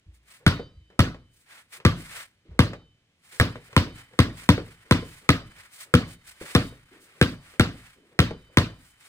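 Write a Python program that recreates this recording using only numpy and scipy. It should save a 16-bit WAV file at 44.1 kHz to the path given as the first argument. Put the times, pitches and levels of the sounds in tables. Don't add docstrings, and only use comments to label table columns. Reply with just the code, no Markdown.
import sys
import numpy as np
from scipy import signal
from scipy.fft import rfft, irfft, next_fast_len
from scipy.io import wavfile
from scipy.ndimage import uniform_filter1d

SR = 44100
rng = np.random.default_rng(int(sys.argv[2]) if len(sys.argv) > 2 else 0)


def digitize_waveform(pressure):
    field = np.atleast_2d(pressure).T
    bounded = np.clip(field, -1, 1)
    quanta = np.round(bounded * 32767).astype(np.int16)
    wavfile.write(sys.argv[1], SR, quanta)


N = 400428


def amp(db):
    return 10 ** (np.asarray(db) / 20)


def unit_rms(x):
    return x / np.sqrt(np.mean(x ** 2) + 1e-20)


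def smooth_noise(shape, sizes, axes=(-1, -1)):
    noise = rng.standard_normal(shape)
    for size, axis in zip(sizes, axes):
        noise = uniform_filter1d(noise, size=size, axis=axis)
    return unit_rms(noise)


def read(points, hz):
    point_hz, value = np.transpose(points)
    return np.interp(np.log(hz + 1), np.log(point_hz + 1), value)


def add(mix, start_s, sound):
    part = mix[:, round(start_s * SR):][:, :sound.shape[-1]]
    part += sound[..., :part.shape[1]]


def tilt(points, db, pivot_hz):
    return [(hz, level + db / (1 + (pivot_hz / hz) ** 3)) for hz, level in points]


def colour(x, points, size=2048):
    log_gain = np.log(amp(read(points, abs(np.fft.fftfreq(size, 1 / SR)))))
    taps = np.fft.ifft(np.exp(np.conj(signal.hilbert(log_gain)))).real
    return signal.oaconvolve(np.atleast_2d(x), taps[None, :size // 2], axes=1)[:, :x.shape[-1]]


def hump(t, peak_s, sharpness):
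    return (t / peak_s * np.exp(1 - t / peak_s)) ** sharpness


def mode(t, hz, db, t60):
    return amp(db) * np.exp(-np.log(1000) * t / t60) * np.sin(2 * np.pi * hz * t)


def ring(modes, t):
    return sum(mode(t, hz, db + 2 * rng.standard_normal(), t60) for hz, db, t60 in modes)


# frequency_hz, likeness (0 to 1)
PORT_LIKENESS = [(100, .98), (400, .93), (1000, .8), (2400, .6), (3600, .25), (5000, .35), (9000, .6),
                 (14000, .5)]


def scatter(points, count):
    hz = np.fft.rfftfreq(count, 1 / SR)
    a, b = np.exp(2j * np.pi * rng.random((2, len(hz))))
    same = np.clip(read(PORT_LIKENESS, hz), 0, 1)
    ports = np.array([a, same * a + np.sqrt(1 - same ** 2) * b])
    return unit_rms(irfft(ports * amp(read(points, hz)), count))


# frequency_hz, t60_s
ROOM_DECAY = [(60, 0.72), (130, 0.29), (350, 0.34), (900, 0.32), (2400, 0.27), (5000, 0.28), (12000, 0.24)]


def tail(points, count=32768, patchy_db=2.5):
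    hz, t, z = signal.stft(scatter(points, count), SR, nperseg=512)
    clumps = smooth_noise(z.shape[1:], (5, 3), axes=(0, 1))
    fall_db = -60 * t / read(ROOM_DECAY, hz)[:, None]
    return signal.istft(z * amp(fall_db + patchy_db * clumps), SR, nperseg=512)[1][:, :count]


def smack(t, points, grit, decay_s, count=220):
    drive = grit * rng.standard_normal(len(t)) * np.exp(-t / decay_s)
    drive[0] -= 1
    sound = colour(drive, points)[0]
    return sound / np.sqrt(np.mean(sound[:count] ** 2))


# frequency_hz, level_db (relative)
HUSH_COLOUR = [(25, -16), (56, -4), (111, 0.5), (301, -8), (901, -18.5), (2210, -14.5), (3310, -15.5),
               (9510, -29), (16000, -43)]
HUSH_DB = -70


def hush():
    return amp(HUSH_DB) * scatter(HUSH_COLOUR, next_fast_len(N))[:, :N]


# start_s, level_db (added to the mode levels)
STEP_EVENTS = [(0.058, -34), (0.747, -35), (0.792, -37.5), (2.485, -29), (2.514, -37), (6.249, -51)]
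# frequency_hz, level_db (varied at each step), t60_s
HEEL_MODES = [(58, -8.5, 0.5), (82, -3.5, 0.2), (112, -7.5, 0.13), (164, -2.5, 0.059), (318, -32.5, 0.45)]


def steps(rise_s=0.014):
    out, t = np.zeros((2, N)), np.arange(16384) / SR
    for start_s, db in STEP_EVENTS:
        add(out, start_s, amp(db) * ring(HEEL_MODES, t) * (1 - np.exp(-(t / rise_s) ** 2)))
    return out


# frequency_hz, level_db (relative)
CLOTH_COLOUR = [(151, -21.5), (520, -4.5), (920, -0.5), (1420, 6), (2150, 7), (2750, 2), (4520, 0),
                (6520, -5), (9020, 0.5), (13500, -12), (15200, -6), (16200, -24.5)]


def cloth(bright_db, count, grain=0.2):
    fibres = 1 + grain * smooth_noise(count, (500, 300))
    return scatter(tilt(CLOTH_COLOUR, bright_db, 3100), count) * fibres / np.sqrt(1 + grain ** 2)


# middle_s, length_s, level_db, brightness_db
SWISH_EVENTS = [(0.158, .03, -63.5, 9), (0.332, 0.082, -53, 2), (1.389, .09, -64, 15),
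                (1.554, 0.1, -50, -4), (1.752, 0.047, -44, 2), (2.025, 0.084, -45.5, 1),
                (2.132, 0.098, -43, -1), (2.193, 0.078, -41, -1), (3.268, 0.059, -58.5, 3),
                (3.355, 0.082, -48.5, 3.5), (3.48, 0.12, -91.5, 5), (3.663, 0.043, -57.5, 4),
                (3.985, 0.059, -49.5, -2.5), (4.417, 0.086, -45, 0.5), (4.698, 0.08, -53.5, -3),
                (5.114, 0.16, -52.5, 4), (5.616, 0.088, -50, -4), (5.749, 0.047, -50.5, 11.5),
                (5.814, 0.052, -44, 8), (6.112, 0.055, -50, 7), (6.297, 0.052, -46.5, 6.5),
                (6.488, 0.13, -43, 0), (6.65, .08, -53, 17.5), (6.96, 0.059, -61, -12),
                (7.036, 0.054, -57, 12.5), (7.15, 0.14, -58.5, -5), (7.29, 0.1, -57, 7),
                (7.494, 0.12, -54.5, -3), (7.829, 0.18, -54.5, -3), (8.858, 0.11, -60.5, 18),
                (9.045, 0.071, -54, 3)]


def swishes(count=32768):
    out = np.zeros((2, N))
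    t = (np.arange(count) - count // 2) / SR
    for middle_s, length_s, db, bright_db in SWISH_EVENTS:
        hiss = cloth(bright_db, count)
        stroke = 1 / np.sqrt(1 + abs(2 * t / length_s) ** 6.1)
        start_s = middle_s + t[0]
        early = max(0, -round(start_s * SR))
        add(out, max(0, start_s), (amp(db) * hiss * stroke)[:, early:])
    return out


RELEASE_S, RELEASE_SPREAD_S, RELEASE_RISE_S = 0.078, 0.016, .02
RELEASE_DB, RELEASE_BRIGHT_DB = -60, 10.5


def releases():
    out, t = np.zeros((2, N)), np.arange(8192) / SR
    for (bounce_s, *_), late in zip(BOUNCE_EVENTS, rng.uniform(-1, 1, len(BOUNCE_EVENTS))):
        brush = scatter(tilt(HAND_COLOUR, RELEASE_BRIGHT_DB, 880), len(t)) * hump(t, RELEASE_RISE_S, 0.51)
        add(out, bounce_s - RELEASE_S + RELEASE_SPREAD_S * late, amp(RELEASE_DB) * brush)
    return out


def thump(t, boom_db, knock_db, low_hz=92, sweep_hz=480, sweep_s=.0042):
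    turns = low_hz * t + sweep_hz * sweep_s * (1 - np.exp(-t / sweep_s))
    knock, boom = hump(t, .0047, 5), hump(t, .014, 4.4)
    return (amp(knock_db) * knock + amp(boom_db) * boom) * np.sin(2 * np.pi * turns)


# frequency_hz, level_db (varied at each bounce), t60_s
CAVITY_MODES = [(1054, -39, .38), (1265, -37, .38), (2410, -50, .35), (2915, -51, .35), (3048, -54, 1.2),
                (3475, -49, .4), (3730, -50, .6), (3960, -54, .65), (4030, -52, .35), (4397, -50, .48),
                (4722, -53, .62), (5080, -56, .42), (5420, -56, .42), (6300, -60, .4)]
SWING, MAX_SWING_HZ = .3, 5
SPIN_SPLIT_HZ, SPLIT_AT_HZ = 1.5, 3000


def pings(t, partner_db=-3):
    out = np.zeros(len(t))
    for hz, db, t60 in CAVITY_MODES:
        db = db + 1.5 * rng.standard_normal()
        split = SPIN_SPLIT_HZ * (hz / SPLIT_AT_HZ) ** 2 * rng.uniform(.4, 1.6)
        swing_hz = MAX_SWING_HZ * rng.uniform(.5, 1)
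        swing = 1 + SWING * np.sin(2 * np.pi * (swing_hz * t + rng.random()))
        pair = mode(t, hz + split, db, t60) - mode(t, hz - split, db + partner_db, t60)
        out += swing * pair
    return out


# start_s, boom_db, knock_db,
# board_db, hollow_db, crispness_db, shell_hz, ping_db
BOUNCE_EVENTS = [(0.4648, -9, -5.5, -31.5, -26, -1, 1460, 9),
                 (0.9922, -8.5, -13.5, -20.5, -36.5, -1.5, 1290, -4.5),
                 (1.851, -7.5, -4.5, -8.5, -20, -2, 1171, -1.5),
                 (2.5915, -8.5, -5.5, -19, -19.5, -2, 1164, 1), (3.3991, -11, -33, -14, -29, -1, 1653, 2),
                 (3.765, -9.5, -7, -10, -44, -0.5, 1005, 6.5), (4.19, -8, -6.5, 0, -19.5, -1.5, 1075, 0.5),
                 (4.49, -9.5, -3, 1, -18, -0.5, 968, -0.5), (4.9105, -9.5, -5.5, -35, -21.5, -1, 1033, 4),
                 (5.291, -11.5, -7, -4.5, -22.5, 1, 1250, 1.5),
                 (5.9396, -9, -8, 2.5, -13.5, -1.5, 1337, 4.5),
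                 (6.5504, -12.5, -5.5, -14, -16, -1, 1255, 3),
                 (7.2136, -11.5, -5, -10.5, -20.5, -1.5, 1580, 0.5),
                 (7.5967, -11, -5, -32, -23.5, -1.5, 1377, -1),
                 (8.1905, -9, -10.5, -22, -25.5, -1, 1350, 5.5), (8.572, -10.5, -7.5, -28, -24, 0, 1022, 4)]
# frequency_hz, level_db (relative)
SLAP_COLOUR = [(150, 2.5), (410, -1.5), (610, -0.5), (790, -4.5), (1010, 0.5), (1510, 1), (2110, -0.5),
               (2450, -2.5), (2850, -8.5), (3450, -0.5), (4050, -9), (5800, -12), (7000, -28.5),
               (16000, -38.5)]
TICK_COLOUR = [(800, -25), (3010, 2), (3700, 3.5), (4400, -0.5), (5600, 3.5), (8510, 6), (13000, -2.5),
               (16000, -10.5)]
CEILING_COLOUR = [(201, -12), (500, 5), (800, 1.5), (1250, 9), (2520, -1.5), (3700, 3), (4520, -1.5),
                  (7020, -25), (9400, -8), (15000, -22.5)]
TAIL_COLOUR = [(50, -16.5), (101, 3), (171, 7), (271, 10.5), (391, -1.5), (491, -1.5), (651, -3.5),
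               (851, -10.5), (1110, -3), (1510, -2.5), (2510, -6.5), (4510, -7.5), (7010, -21),
               (14000, -30)]
# frequency_hz, level_db (relative to the boom), t60_s
STANDING_MODES = [(52.9, -26.5, .5), (89, -13.5, 0.22), (107.7, -17, 0.31), (168.75, -23, 0.4),
                  (242, -31.5, 0.42)]
SLAP_DB, TICK_DB, SHELL_DB = -11.5, -27, -10.5
SHELL_GROWTH, ROOM_GROWTH = 1.9, 0.75
PLAIN_BOOM_DB, TICK_GROWTH = -9.5, -0.5
BOARD_HZ, BOARD_SPREAD, BOARD_RISE_S = 266.3, 0.11, 0.023
BOARD_T60, SHELL_T60, JOIST_S = .1, .045, .003
CEILING_M, CEILING_SPREAD, SOUND_M_PER_S = 2.08, .04, 343
THUMP_ROOM_DB, SHELL_ROOM_DB = -31.5, -17.5


def bounces(ceiling_db=-21.0, tail_db=-19.5, standing_db=5.0, ping_db=-6.0):
    out, t = np.zeros((2, N)), np.arange(32768) / SR
    brief = t[:4096]
    spots = rng.uniform(-1, 1, (len(BOUNCE_EVENTS), 2))
    for event, (across, along) in zip(BOUNCE_EVENTS, spots):
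        start_s, boom_db, knock_db, board_db, hollow_db, crisp_db, shell_hz, ring_db = event
        board = mode(t, BOARD_HZ * (1 + BOARD_SPREAD * across), board_db, BOARD_T60)
        board = board * (1 - np.exp(-t / BOARD_RISE_S))
        add(out, start_s, (thump(t, boom_db, knock_db) + board) * amp([[.9], [-1.2]]))
        add(out, start_s, mode(t, 484, hollow_db, 0.12) * amp([[2.2], [-2.2]]))
        slap = smack(brief, SLAP_COLOUR, grit=0.31, decay_s=0.0038)
        add(out, start_s, amp(SLAP_DB + crisp_db) * slap)
        tick = smack(brief, TICK_COLOUR, grit=.06, decay_s=0.0049)
        add(out, start_s, amp(TICK_DB + TICK_GROWTH * (boom_db - PLAIN_BOOM_DB)) * tick)
        shell = mode(brief, shell_hz, SHELL_DB + SHELL_GROWTH * crisp_db, SHELL_T60)
        add(out, start_s, shell)
        ping = amp(ping_db + ring_db) * pings(t)
        add(out, start_s, np.array([ping[:-5], ping[5:]]) * signal.windows.tukey(len(t) - 5, .01))
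        echo = np.array([smack(brief, CEILING_COLOUR, grit=0.25, decay_s=JOIST_S) for _ in range(2)])
        echo_s = 2 * CEILING_M * (1 + CEILING_SPREAD * along) / SOUND_M_PER_S
        echo_gain = amp(ceiling_db + ROOM_GROWTH * crisp_db)
        add(out, start_s + echo_s, echo_gain * (echo + 0.83 * echo[::-1]))
        swell = 1 - np.exp(-(t / 0.0083) ** 2)
        room = tail(tilt(TAIL_COLOUR, ROOM_GROWTH * crisp_db, 900)) * swell
        add(out, start_s, amp(tail_db) * room)
        sent = amp(THUMP_ROOM_DB) * thump(brief, boom_db, knock_db) + amp(SHELL_ROOM_DB) * shell
        walls = tail(TAIL_COLOUR) * swell
        add(out, start_s, signal.fftconvolve(walls / np.linalg.norm(walls[0]), sent[None], axes=1))
        add(out, start_s, amp(boom_db + standing_db) * ring(STANDING_MODES, t) * swell)
    return out


# start_s, level_db (relative), brightness_db (low for palm, high for fingers)
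PAT_EVENTS = [(0.596, -31.5, -3.5), (0.902, -56.5, 17), (1.1444, -42.5, 8), (1.801, -46.5, 21),
              (2.7333, -35, 10.5), (3.556, -36.5, 10.5), (3.729, -44, 19), (3.873, -39.5, -6),
              (4.135, -51, 14.5), (4.579, -25.5, 0), (5.025, -36, -12), (6.4132, -35, -8.5),
              (6.724, -47.5, 2), (7.538, -51, 22.5), (8.3084, -30.5, -5), (8.699, -49, 8)]
# frequency_hz, level_db (relative)
HAND_COLOUR = [(60, -13.5), (131, -2), (251, -9.5), (481, 0.5), (710, -15), (1010, -17), (2010, -24),
               (5010, -39), (15000, -61)]


def pats(room_db=-14, clap_db=1):
    out, t = np.zeros((2, N)), np.arange(4096) / SR
    for start_s, db, bright_db in PAT_EVENTS:
        touch = tilt(HAND_COLOUR, bright_db, 880)
        add(out, start_s, amp(db + clap_db) * smack(t, touch, grit=0.48, decay_s=0.0045))
        add(out, start_s, amp(db - 7) * scatter(touch, len(t)) * hump(t, 0.0082, 0.75))
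        add(out, start_s, amp(db + room_db) * tail(touch))
    return out


# start_s, level_db (noise rms before its envelope)
RUB_EVENTS = [(2.451, -59), (6.911, -57.5), (7.96, -60.5)]


def rubs(peak_s=0.032):
    out, t = np.zeros((2, N)), np.arange(12000) / SR
    # frequency_hz, level_db (relative)
    murmur = [(100, -13.5), (380, 2.5), (520, -8.0), (800, -19.0), (4000, -24.5), (15000, -65)]
    for start_s, db in RUB_EVENTS:
        add(out, start_s, amp(db) * scatter(murmur, len(t)) * hump(t, peak_s, 0.39))
    return out


# time_s, level_db
RUSTLE_LEVEL = [(0, -84.5), (3.15, -88), (3.45, -58), (7.9, -65.5), (8.05, -71.5), (8.7, -61.5),
                (9.08, -64.5)]
RUSTLE_BRIGHT_DB, RUSTLE_UNEVEN_DB = -6, 2.2


def rustle():
    drift = smooth_noise(N, (3000, 2000))
    db = np.interp(np.arange(N) / SR, *np.transpose(RUSTLE_LEVEL)) + RUSTLE_UNEVEN_DB * drift
    return amp(db) * cloth(RUSTLE_BRIGHT_DB, next_fast_len(N))[:, :N]


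def scene():
    return hush() + steps() + swishes() + releases() + bounces() + pats() + rubs() + rustle()


# frequency_hz, level_db
RIGHT_PORT_GAIN = [(100, 0), (600, -0.5), (1300, -2), (2400, 3), (4400, -1.5), (9000, -0.5)]
# frequency_hz, lag_s
RIGHT_PORT_LAG = [(300, 0.000095), (1800, 0.00013), (2900, 0.00017), (5500, 0.00012), (11400, .000132)]
EDGE_HZ = 16300


def record(dry):
    hz = np.fft.rfftfreq(N, 1 / SR)
    delay = np.exp(-2j * np.pi * hz * read(RIGHT_PORT_LAG, hz))
    right = irfft(rfft(dry[1]) * amp(read(RIGHT_PORT_GAIN, hz)) * delay, N)
    ports = np.array([dry[0], right])
    held = ports / (1 + abs(ports) ** 6) ** (1 / 6)
    low_pass = signal.firwin(255, EDGE_HZ, window=("kaiser", 9), fs=SR)
    return signal.oaconvolve(held, low_pass[None], "same")


dry = scene()
out = record(dry)
digitize_waveform(out)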